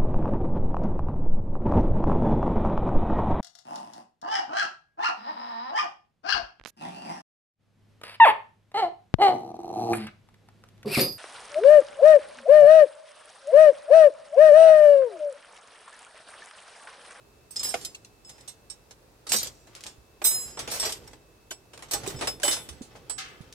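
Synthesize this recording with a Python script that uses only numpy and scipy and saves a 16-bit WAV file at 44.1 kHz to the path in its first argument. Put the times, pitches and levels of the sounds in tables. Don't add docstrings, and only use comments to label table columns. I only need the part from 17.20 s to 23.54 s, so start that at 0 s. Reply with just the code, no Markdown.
import sys
import numpy as np
from scipy import signal
from scipy.fft import rfft, irfft, next_fast_len
from scipy.io import wavfile
from scipy.ndimage import uniform_filter1d

SR = 44100
rng = np.random.default_rng(int(sys.argv[2]) if len(sys.argv) > 2 else 0)


def dump(signal):
    limited = np.clip(np.atleast_2d(signal).T, -1, 1)
    pcm = np.round(limited * 32767).astype(np.int16)
    wavfile.write(sys.argv[1], SR, pcm)


N = 279587
TIME = np.arange(N) / SR

# start_s, steel_db, box_re_steel_db, t60_s
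HARD_CONTACTS = [(.307, -50.5, -15, 0.38), (0.359, -34.5, -19, 0.22), (.394, -36.5, -19.5, 0.19),
                 (.431, -28, -18, 0.094), (0.446, -36, -15, 0.58), (.541, -32, 6, 0.067),
                 (.612, -42, -17, 0.37), (.649, -28, -36, 0.072), (.749, -42.5, -15, 0.078),
                 (0.847, -50, -15, 0.11), (1.094, -41, -22, 0.091), (1.209, -48, -19, 0.05),
                 (1.277, -39, -16.5, 0.16), (1.499, -40.5, -21, 0.15), (1.709, -45, -6.5, 0.08),
                 (2.068, -37.5, -9, 0.17), (2.091, -31.5, -23, 0.65), (2.119, -20.5, -11, 0.031),
                 (2.131, -21.5, -13.5, 0.12), (2.143, -23, -9.5, 0.11), (2.185, -25, -38.5, 0.2),
                 (2.23, -35, -8, 0.089), (2.245, -32, -36, .13), (2.271, -32.5, -25.5, 0.074),
                 (2.553, -50.5, -10.5, 0.18), (2.667, -43.5, -11, 0.21), (3.017, -45.5, 11, 0.082),
                 (3.047, -26.5, -11.5, 0.19), (3.11, -38.5, -6, 0.23), (3.146, -50, -0.5, 0.65),
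                 (3.372, -52, 15, 0.18), (3.391, -29.5, -11, 0.13), (3.501, -35, -17, 0.24),
                 (3.517, -32.5, -5.5, 0.21), (3.535, -33.5, -7.5, 0.44), (3.597, -35, -7, 0.58),
                 (3.628, -30, -4, 0.28), (3.651, -29, -6.5, 0.17), (3.693, -31.5, -26, 0.089),
                 (3.722, -30, -21.5, .1), (3.876, -51.5, 0, 0.11), (3.932, -50.5, 1.5, 0.083),
                 (4.31, -35.5, -4.5, 0.092), (4.576, -44.5, -3.5, 0.03), (4.623, -43, -2, 0.1),
                 (4.711, -30, -10.5, 0.31), (4.734, -23.5, -11, 0.11), (4.834, -44, 0, .25),
                 (4.862, -41, 5, .08), (4.875, -28.5, -45, 0.12), (5.01, -34, 1.5, 0.24),
                 (5.02, -39.5, 10, .11), (5.046, -39.5, -19, 0.18), (5.072, -28.5, 0.5, .1),
                 (5.199, -44.5, -2, 0.076), (5.232, -21, -24, 0.091), (5.248, -27, -7, 0.2),
                 (5.279, -26, 0.5, 0.095), (5.311, -23.5, -16.5, 0.15), (5.328, -24.5, -11.5, .11),
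                 (5.489, -36, -11.5, 0.096), (5.619, -44.5, -17, 0.2), (5.753, -67.5, 22.5, 0.13),
                 (5.897, -34, -7.5, 0.13)]
# low_hz, high_hz, mode_spacing_hz, ear_correlation, pan_db, level_db, box_coupling (0 to 1)
HEAP_BANDS = [(319, 1020, 22, 0.53, 0, -0.5, 1), (1100, 3060, 35, 0.06, -1.6, -1.5, 0.77),
              (3107, 7460, 90, 0.023, 0.5, -1, 0.09), (6500, 10300, 550, 0.033, -10, -6, 0)]


def contacts(crack=3.1, rise_s=0.000305, rebound=0.32, max_gap_s=0.014, attack_s=0.0062, level_db=-1.5):
    out = np.zeros((2, N))
    for start_s, steel_db, box_db, t60 in HARD_CONTACTS + jostles():
        bounce_delays = np.cumsum(rng.uniform(0.11, 1, 3)) * max_gap_s
        for low, high, spacing_hz, correlation, pan_db, band_db, coupling in HEAP_BANDS:
            modes = crowded_modes(spacing_hz, correlation)
            blow = modes * struck(TIME[:modes.shape[1]], rise_s, t60)
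            blow[:, 0] += crack
            rattle = blow.copy()
            for delay in bounce_delays:
                lag = int(delay * SR) + 1
                rattle[:, lag:] += rebound * fade(delay, t60) * blow[:, :-lag]
            rattle = signal.sosfilt(band(low, high), rattle)
            attack_rms = np.sqrt(np.mean(rattle[:, :int(attack_s * SR)] ** 2))
            gain = from_db(steel_db + band_db + coupling * box_db + level_db) / attack_rms
            add(out, start_s, gain * rattle * panned(pan_db))
    return out


TOOL_MODES = { "long spanner": [(2950, -30, 1.2, 0), (4141, -25, .7, -6), (5092, -8, .7, -2),
              (6767, -14, .9, 1), (7657, 0, .5, -8), (10191, -10, .55, -9), (10957, -8, .5, -12),
              (12460, -23, .8, 0), (12580, -16, .85, -1), (14005, -5, .4, 10), (15441, -11, .29, 12)],
              "short spanner": [(2258, -26, .2, 6), (3714, -27, .15, 5), (3887, -8, .19, -1),
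              (5641, -17, .15, 2), (5941, -7, .24, 3), (8136, -8, .14, -18), (8328, 0, .21, -16),
              (10442, -7, .16, -9), (11191, -12, .15, -2), (14544, -6, .08, 1)],
              "ring spanner": [(2391, -25, .12, 2), (3010, -9, .2, 5), (3558, -17, .55, 0),
              (5060, -22, .12, 2), (5211, -11, .3, 3), (6636, -19, .3, -8), (6826, -16, .25, -3),
              (7795, -22, .15, -8), (7935, 0, .22, -8), (10555, -16, .38, -1), (10692, -19, .2, 2),
              (11700, -28, .5, 0), (13730, -24, .3, -3), (14755, -26, .3, 2)],
              "socket": [(3610, -12, .15, -5), (4655, -13, .18, 4), (5482, -1, .25, 3), (5548, -7, .16, 7),
              (6846, -12, .15, -5), (7974, -4, .2, -12), (8241, 0, .2, -10), (8633, -7, .12, -12),
              (11065, -7, .2, -10), (11353, -11, .2, 2), (12075, -12, .25, 0), (13800, -11, .2, 0),
              (14948, -12, .22, -1)], "chisel": [(4338, -7, .12, 0), (4780, -1, .2, 3), (5671, 0, .15, -6),
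              (6648, -7, .12, 0), (7472, -5, .15, -12), (8099, -3, .2, -12), (9964, -11, .2, 0),
              (11770, -10, .21, 0), (12650, -9, .28, 0), (13560, -8, .15, 0)],
              "pliers": [(2985, -1, .08, -2), (3605, 0, .09, 0), (5936, -10, .08, 6), (6664, -7, .1, 1),
              (6832, -1, .11, -8), (7944, -11, .18, -4), (9493, -11, .08, -8), (11800, -9, .11, 0)],
              "bolt": [(5460, -4.5, 0.26, -28), (8335, 3.5, 0.21, -19.5), (10500, -12, 0.19, -1),
              (14800, -17, .16, -1)], "hex key": [(5400, 6, 0.32, 8), (6730, -11, 0.069, -13),
              (7950, 6.5, 0.36, -24), (11000, -24, 0.16, -7), (11430, -23, 0.12, 10)],
              "screwdriver": [(2700, 3, 0.042, -1), (4400, -9, 0.052, 5), (6400, -1, 0.026, 8),
              (8300, -8, 0.049, -5)]}
# start_s, tool, level_db, ring_time_ratio, tilt_db_per_octave
TOOL_BLOWS = [ (.308, "bolt", -39, 0.62, 12), (0.364, "long spanner", -25, 0.11, -23),
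              (0.394, "long spanner", -25.5, .16, -17), (0.432, "long spanner", -29, 0.78, 2),
              (0.444, "long spanner", -33, .35, -25), (.489, "bolt", -26, 0.56, 1),
              (.648, "chisel", -28, 0.13, -8), (0.652, "long spanner", -32.5, .22, -8),
              (.747, "screwdriver", -34.5, 0.94, -4), (.848, "screwdriver", -40, 0.3, -18),
              (1.047, "ring spanner", -49, 0.84, -23), (1.07, "long spanner", -50.5, 0.91, -14),
              (1.281, "bolt", -35, 0.49, 5), (1.5, "bolt", -33, 0.43, -4.5), (2.093, "bolt", -28, 0.4, 5),
              (2.119, "short spanner", -24, .39, -11), (2.122, "long spanner", -17.5, 0.23, -4),
              (2.133, "socket", -30.5, 1, 13), (2.161, "short spanner", -22, 0.77, -5.5),
              (2.162, "chisel", -24, 0.71, -2), (2.23, "chisel", -25.5, 0.23, 4.5),
              (2.667, "bolt", -45, 0.55, -8), (3.02, "long spanner", -46.5, 1.1, 2),
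              (3.041, "short spanner", -19, 1.46, 3), (3.049, "long spanner", -17.5, 0.92, 3.5),
              (3.07, "short spanner", -18.5, 0.61, 9), (3.143, "long spanner", -25, 0.82, -6.5),
              (3.37, "hex key", -46.5, 1.04, 7), (3.512, "socket", -33, 1.9, 1.5),
              (3.596, "socket", -25, 0.91, -5), (3.652, "chisel", -29.5, 1.3, -1.5),
              (3.724, "socket", -29, 0.17, 0), (3.875, "socket", -44, 0.23, -2.5),
              (4.307, "pliers", -32.5, 0.73, -0.5), (4.319, "hex key", -51, 0.51, -3),
              (4.711, "socket", -29.5, 0.78, 7), (4.736, "socket", -22, 0.18, 0),
              (4.745, "hex key", -32, 0.4, 13), (4.864, "ring spanner", -38.5, 1.3, 19),
              (4.96, "ring spanner", -47.5, 2.3, -24), (5.072, "ring spanner", -29, 0.68, 12),
              (5.076, "ring spanner", -44, 0.54, -52.5), (5.234, "ring spanner", -20, 1.67, 8.5),
              (5.278, "ring spanner", -18, .75, 5), (5.32, "ring spanner", -36, .6, -36),
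              (5.896, "hex key", -31, 0.69, 30)]


def clinks(rise_s=0.0013, bending_hz=5150, free_s=0.22, damping_t60=0.4, size=24000):
    out = np.zeros((2, N))
    for start_s, tool, blow_db, ring_ratio, tilt_db in TOOL_BLOWS:
        strongest_hz = max(TOOL_MODES[tool], key=lambda mode: mode[1])[0]
        for hz, mode_db, t60, pan_db in TOOL_MODES[tool]:
            ring_t60 = t60 * ring_ratio
            t = TIME[:min(int(ring_t60 * SR * 1.3) + 2, size)]
            ear_phase = rng.uniform(-1.66, 1) * np.array([[1], [-1]])
            tone = np.sin(2 * np.pi * hz * (start_s + t) + ear_phase + rocking(t))
            octaves = abs(np.log2(hz / bending_hz)) - abs(np.log2(strongest_hz / bending_hz))
            gain = from_db(blow_db + mode_db + tilt_db * octaves)
            damping = fade(np.maximum(t - free_s, 0), damping_t60)
            add(out, start_s, gain * panned(pan_db) * tone * struck(t, rise_s, ring_t60) * damping)
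    return out


def rocking(t, step_rad=0.34, step_s=0.015, count=60):
    walks = step_rad * np.cumsum(rng.standard_normal((2, count)), axis=1)
    return np.array([np.interp(t, np.arange(count) * step_s, walk) for walk in walks])


# start_s, end_s, stir_db, rumble_db
MOVEMENTS = [(0.359, .64, -54, -52.5), (1.045, 1.244, -63.5, -63.5), (2.074, 2.259, -53, -51.5),
             (2.439, 2.699, -60.5, -64.5), (3.1, 3.355, -59, -52.5), (3.367, 3.73, -47.5, -51.5),
             (3.748, 3.938, -66, -58), (4.516, 4.689, -57, -57), (4.709, 5.098, -49.5, -44.5),
             (5.217, 5.412, -49, -52.5), (5.454, 6.305, -60.5, -56.5)]
# frequency_hz, gain_db
SCRAPE_RESPONSE = [(150, 2), (400, -2.5), (800, 4.5), (1500, 1.5), (3000, -1.5), (6000, -6), (10000, -27.5),
                   (16000, -17.5)]


def sliding(slips_per_s=420, spread_db=-3.5, ring_t60=0.14):
    slipping = rng.random(N) < slips_per_s / SR
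    strengths = from_db(spread_db * np.minimum(rng.exponential(1, N), 3))
    slips = slipping * strengths * rng.choice([-1, 1], N)
    mode_set = rng.integers(0, 2, N)
    scrape = np.zeros((2, N))
    for k in range(2):
        modes = crowded_modes(spacing_hz=11, correlation=0.25)
        ring = modes * fade(TIME[:modes.shape[1]], ring_t60)
        scrape += signal.fftconvolve([slips * (mode_set == k)], ring, axes=1)[:, :N]
    stirring = effort([stir_db for _, _, stir_db, _ in MOVEMENTS], attack_s=0.1, release_t60=0.36)
    return stirring * coloured(scrape, SCRAPE_RESPONSE)


def jostles(count=4, above_stir_db=7.5, box_db=-4, spread_db=3, t60=0.14):
    rows = []
    for start_s, end_s, stir_db, _ in MOVEMENTS:
        times = start_s + (end_s - start_s) * (np.arange(count) + rng.random(count)) / count
        offsets_db = spread_db * rng.standard_normal((count, 2))
        for time_s, (steel_offset, box_offset) in zip(times, offsets_db):
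            rows.append((time_s, stir_db + above_stir_db + steel_offset, box_db + box_offset, t60))
    return rows


# start_s, level_db
METAL_SNAPS = [(2.1189, 0), (2.5497, -19.5), (2.6065, -22.5), (2.6366, -15.5), (2.6644, -13.5),
               (6.325, -21.5)]


def snaps(level_db=3.5, delay_s=0.0015, scatter=0.057, t60=0.084, size=6000):
    out = np.zeros((2, N))
    for start_s, snap_db in METAL_SNAPS:
        snap = scatter * stereo_noise(0.1, size) * fade(TIME[:size], t60)
        snap[:, 0] += 1
        add(out, start_s + delay_s, from_db(snap_db + level_db) * signal.sosfilt(band(2280, 8000), snap))
    return out


# start_s, pitch_hz, level_db, t60_s
DULL_BUMPS = [(.542, 694, -18.5, 0.053), (0.542, 494, -31.5, 0.12), (.541, 2154, -14.5, 0.017),
              (2.066, 1290, -38, .04), (2.12, 2330, -23, 0.023), (2.143, 209, -32.5, 0.16),
              (2.781, 64.5, -44.5, .17), (3.017, 790, -22, 0.02), (3.018, 2440, -30.5, 0.028),
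              (3.655, 438, -34, 0.2), (4.311, 1540, -29.5, 0.031), (4.624, 1900, -41, 0.046),
              (4.745, 811, -29, 0.15), (4.835, 120, -35.5, .15), (4.875, 391, -22, 0.055),
              (4.945, 134, -31, 0.087), (4.967, 84, -33, 0.09), (5.021, 400, -35, 0.044),
              (5.073, 127, -36.5, 0.064), (5.233, 1585, -12.5, 0.022), (5.237, 578, -21, 0.088),
              (5.502, 72.6, -37.5, 0.25), (5.61, 238, -23.5, 0.035), (6.206, 148, -26, 0.028)]


def thumps(rise_s=0.0019, roughness=0.33, pan_db=-7.0, size=12000):
    out, t = np.zeros((2, N)), TIME[:size]
    for start_s, hz, level_db, t60 in DULL_BUMPS:
        noise = rms_one(signal.sosfilt(band(hz * 0.5, hz * 1.77), stereo_noise(0.12, size)))
        bump = np.sin(2 * np.pi * hz * t) + roughness * noise
        add(out, start_s, from_db(level_db) * bump * struck(t, rise_s, t60))
    return out * panned(pan_db)


def handling(level_db=0.5, low_hz=55, top_hz=900, pan_db=-2.5):
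    shifting = signal.sosfilt(signal.butter(1, low_hz, "high", fs=SR, output="sos"), rumble(top_hz))
    swell = effort([rumble_db for *_, rumble_db in MOVEMENTS], attack_s=0.035, release_t60=0.78)
    return from_db(level_db) * swell * shifting * panned(pan_db)


# low_hz, high_hz, level_db, t60_s
CLACK_ECHO = [(1020, 1860, -41.5, 0.57), (2000, 3400, -38.5, 0.5), (3460, 6400, -33.5, 0.28),
              (5900, 8900, -36, 0.14), (9000, 13000, -48, .13)]
# pitch_hz, level_db, t60_s
CLACK_RING = [(770, -3.5, 0.3), (1260, -6, 0.7), (1700, -10, 1), (2056, -10, 0.82), (2610, -6.5, 0.46),
              (2700, -14, 0.36)]


def distant_clack(start_s=5.979, rise_s=0.0043, ring_db=-41.5, size=36000):
    out, t = np.zeros((2, N)), TIME[:size]
    for low, high, echo_db, t60 in CLACK_ECHO:
        modes = crowded_modes(spacing_hz=13, correlation=0.037, size=size)
        echo = rms_one(signal.sosfilt(band(low, high), modes))
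        add(out, start_s, from_db(echo_db) * echo * struck(t, rise_s, t60))
    for hz, mode_db, t60 in CLACK_RING:
        tone = np.sin(2 * np.pi * hz * t + rng.uniform(0, np.pi, (2, 1)))
        add(out, start_s, from_db(mode_db + ring_db) * tone * struck(t, rise_s, t60))
    return out


# frequency_hz, t60_s
YARD_DECAY = [(100, 0.64), (600, 0.66), (1500, 1), (3000, 0.68), (8000, 1), (16000, 0.28)]


def yard(direct, wet_db=-26.5, rise_s=0.0054, size=40000):
    tail, t = np.zeros((2, size)), TIME[:size]
    edges_hz = np.geomspace(100, 16000, 9)
    for low, high in zip(edges_hz, edges_hz[1:]):
        t60 = at_hz(YARD_DECAY, np.sqrt(low * high))
        tail += signal.sosfilt(band(low, high), stereo_noise(0.1, size)) * fade(t, t60)
    response = rms_one(tail * (1 - np.exp(-t / rise_s))) / np.sqrt(size)
    return from_db(wet_db) * signal.fftconvolve(direct.mean(axis=0)[None], response, axes=1)[:, :N]


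# frequency_hz, gain_db
AIR_RESPONSE = [(15, -56), (25, -19), (49, 0.5), (84, -7), (117, -3), (190, -11.5), (439, -8), (624, -16),
                (1740, -28.5), (2110, -30.5), (2280, -30.5), (2690, -29.5), (2990, -34.5), (3820, -31),
                (16000, -40)]


def open_air(rumble_db=-60, hiss_db=-62, split_hz=900, pan_db=-1.5):
    air = coloured(stereo_noise(0.033, N), AIR_RESPONSE)
    hiss = signal.sosfilt(signal.butter(2, split_hz, "high", fs=SR, output="sos"), air)
    return from_db(rumble_db) * rumble(split_hz) * panned(pan_db) + from_db(hiss_db) * rms_one(hiss)


def rumble(top_hz, deep_hz=130):
    deep = signal.sosfilt(signal.butter(2, deep_hz, fs=SR, output="sos"), stereo_noise(0.79, N))
    body = signal.sosfilt(band(deep_hz, top_hz), stereo_noise(0.8, N))
    return coloured(deep + body, AIR_RESPONSE)


# pitch_hz, level_db
MOTOR_TONES = [(54, -73.5), (120, -74)]


def motor_hum():
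    return sum(from_db(db) * drifting_tone(hz, step_rad=0.0192) for hz, db in MOTOR_TONES)


def whine(pitch_hz=2620, level_db=-72, pause_from_s=1.67, pause_to_s=2.1):
    running = (TIME < pause_from_s) | (TIME > pause_to_s)
    gate = uniform_filter1d(running.astype(float), size=6000)
    return from_db(level_db) * gate * drifting_tone(pitch_hz, step_rad=0.0328)


def drifting_tone(hz, step_rad):
    return np.sin(2 * np.pi * hz * TIME + np.cumsum(rng.normal(0, step_rad, N)))


def effort(levels_db, attack_s, release_t60):
    gain = np.zeros(N)
    for (start_s, end_s, *_), db in zip(MOVEMENTS, levels_db):
        swell = np.clip((TIME - start_s) / attack_s, 0, 1)
        gain += from_db(db) * swell * fade(np.maximum(TIME - end_s, 0), release_t60)
    return gain


def crowded_modes(spacing_hz, correlation, size=8192):
    present = rng.random(size // 2 + 1) < SR / size / spacing_hz
    return rms_one(irfft(rfft(stereo_noise(correlation, size)) * present))


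def stereo_noise(correlation, size):
    mid, side = rng.standard_normal((2, size))
    return np.sqrt(1 + correlation) * mid + np.sqrt(1 - correlation) * side * np.array([[1], [-1]])


def coloured(x, response):
    size = next_fast_len(N)
    gains = from_db(at_hz(response, np.arange(size // 2 + 1) * SR / size))
    return rms_one(irfft(rfft(x, size) * gains, size)[..., :N])


def at_hz(points, hz):
    frequencies, values = np.array(points).T
    return np.interp(np.log(hz + 1e-3), np.log(frequencies), values)


def band(low_hz, high_hz):
    return signal.butter(2, [low_hz, high_hz], "band", fs=SR, output="sos")


def struck(t, rise_s, t60):
    return (1 - np.exp(-t / rise_s)) * fade(t, t60)


def fade(t, t60):
    return from_db(-60 * t / t60)


def panned(db):
    return rms_one(from_db(np.array([[db / 2], [-db / 2]])))


def from_db(db):
    return 10 ** (np.asarray(db) / 20)


def rms_one(x):
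    return x / np.sqrt(np.mean(x ** 2) + 1e-20)


def add(out, start_s, sound):
    i = round(start_s * SR)
    out[:, i:i + sound.shape[-1]] += sound[..., :N - i]


def scene():
    near = contacts() + clinks() + sliding() + snaps() + thumps()
    return near + handling() + distant_clack() + yard(near) + open_air() + motor_hum() + whine()


def record(dry):
    cutoff_hz = 15900
    return signal.sosfilt(signal.ellip(10, 0.2, 80, cutoff_hz, fs=SR, output="sos"), dry)


dry = scene()
out = record(dry)
dump(out)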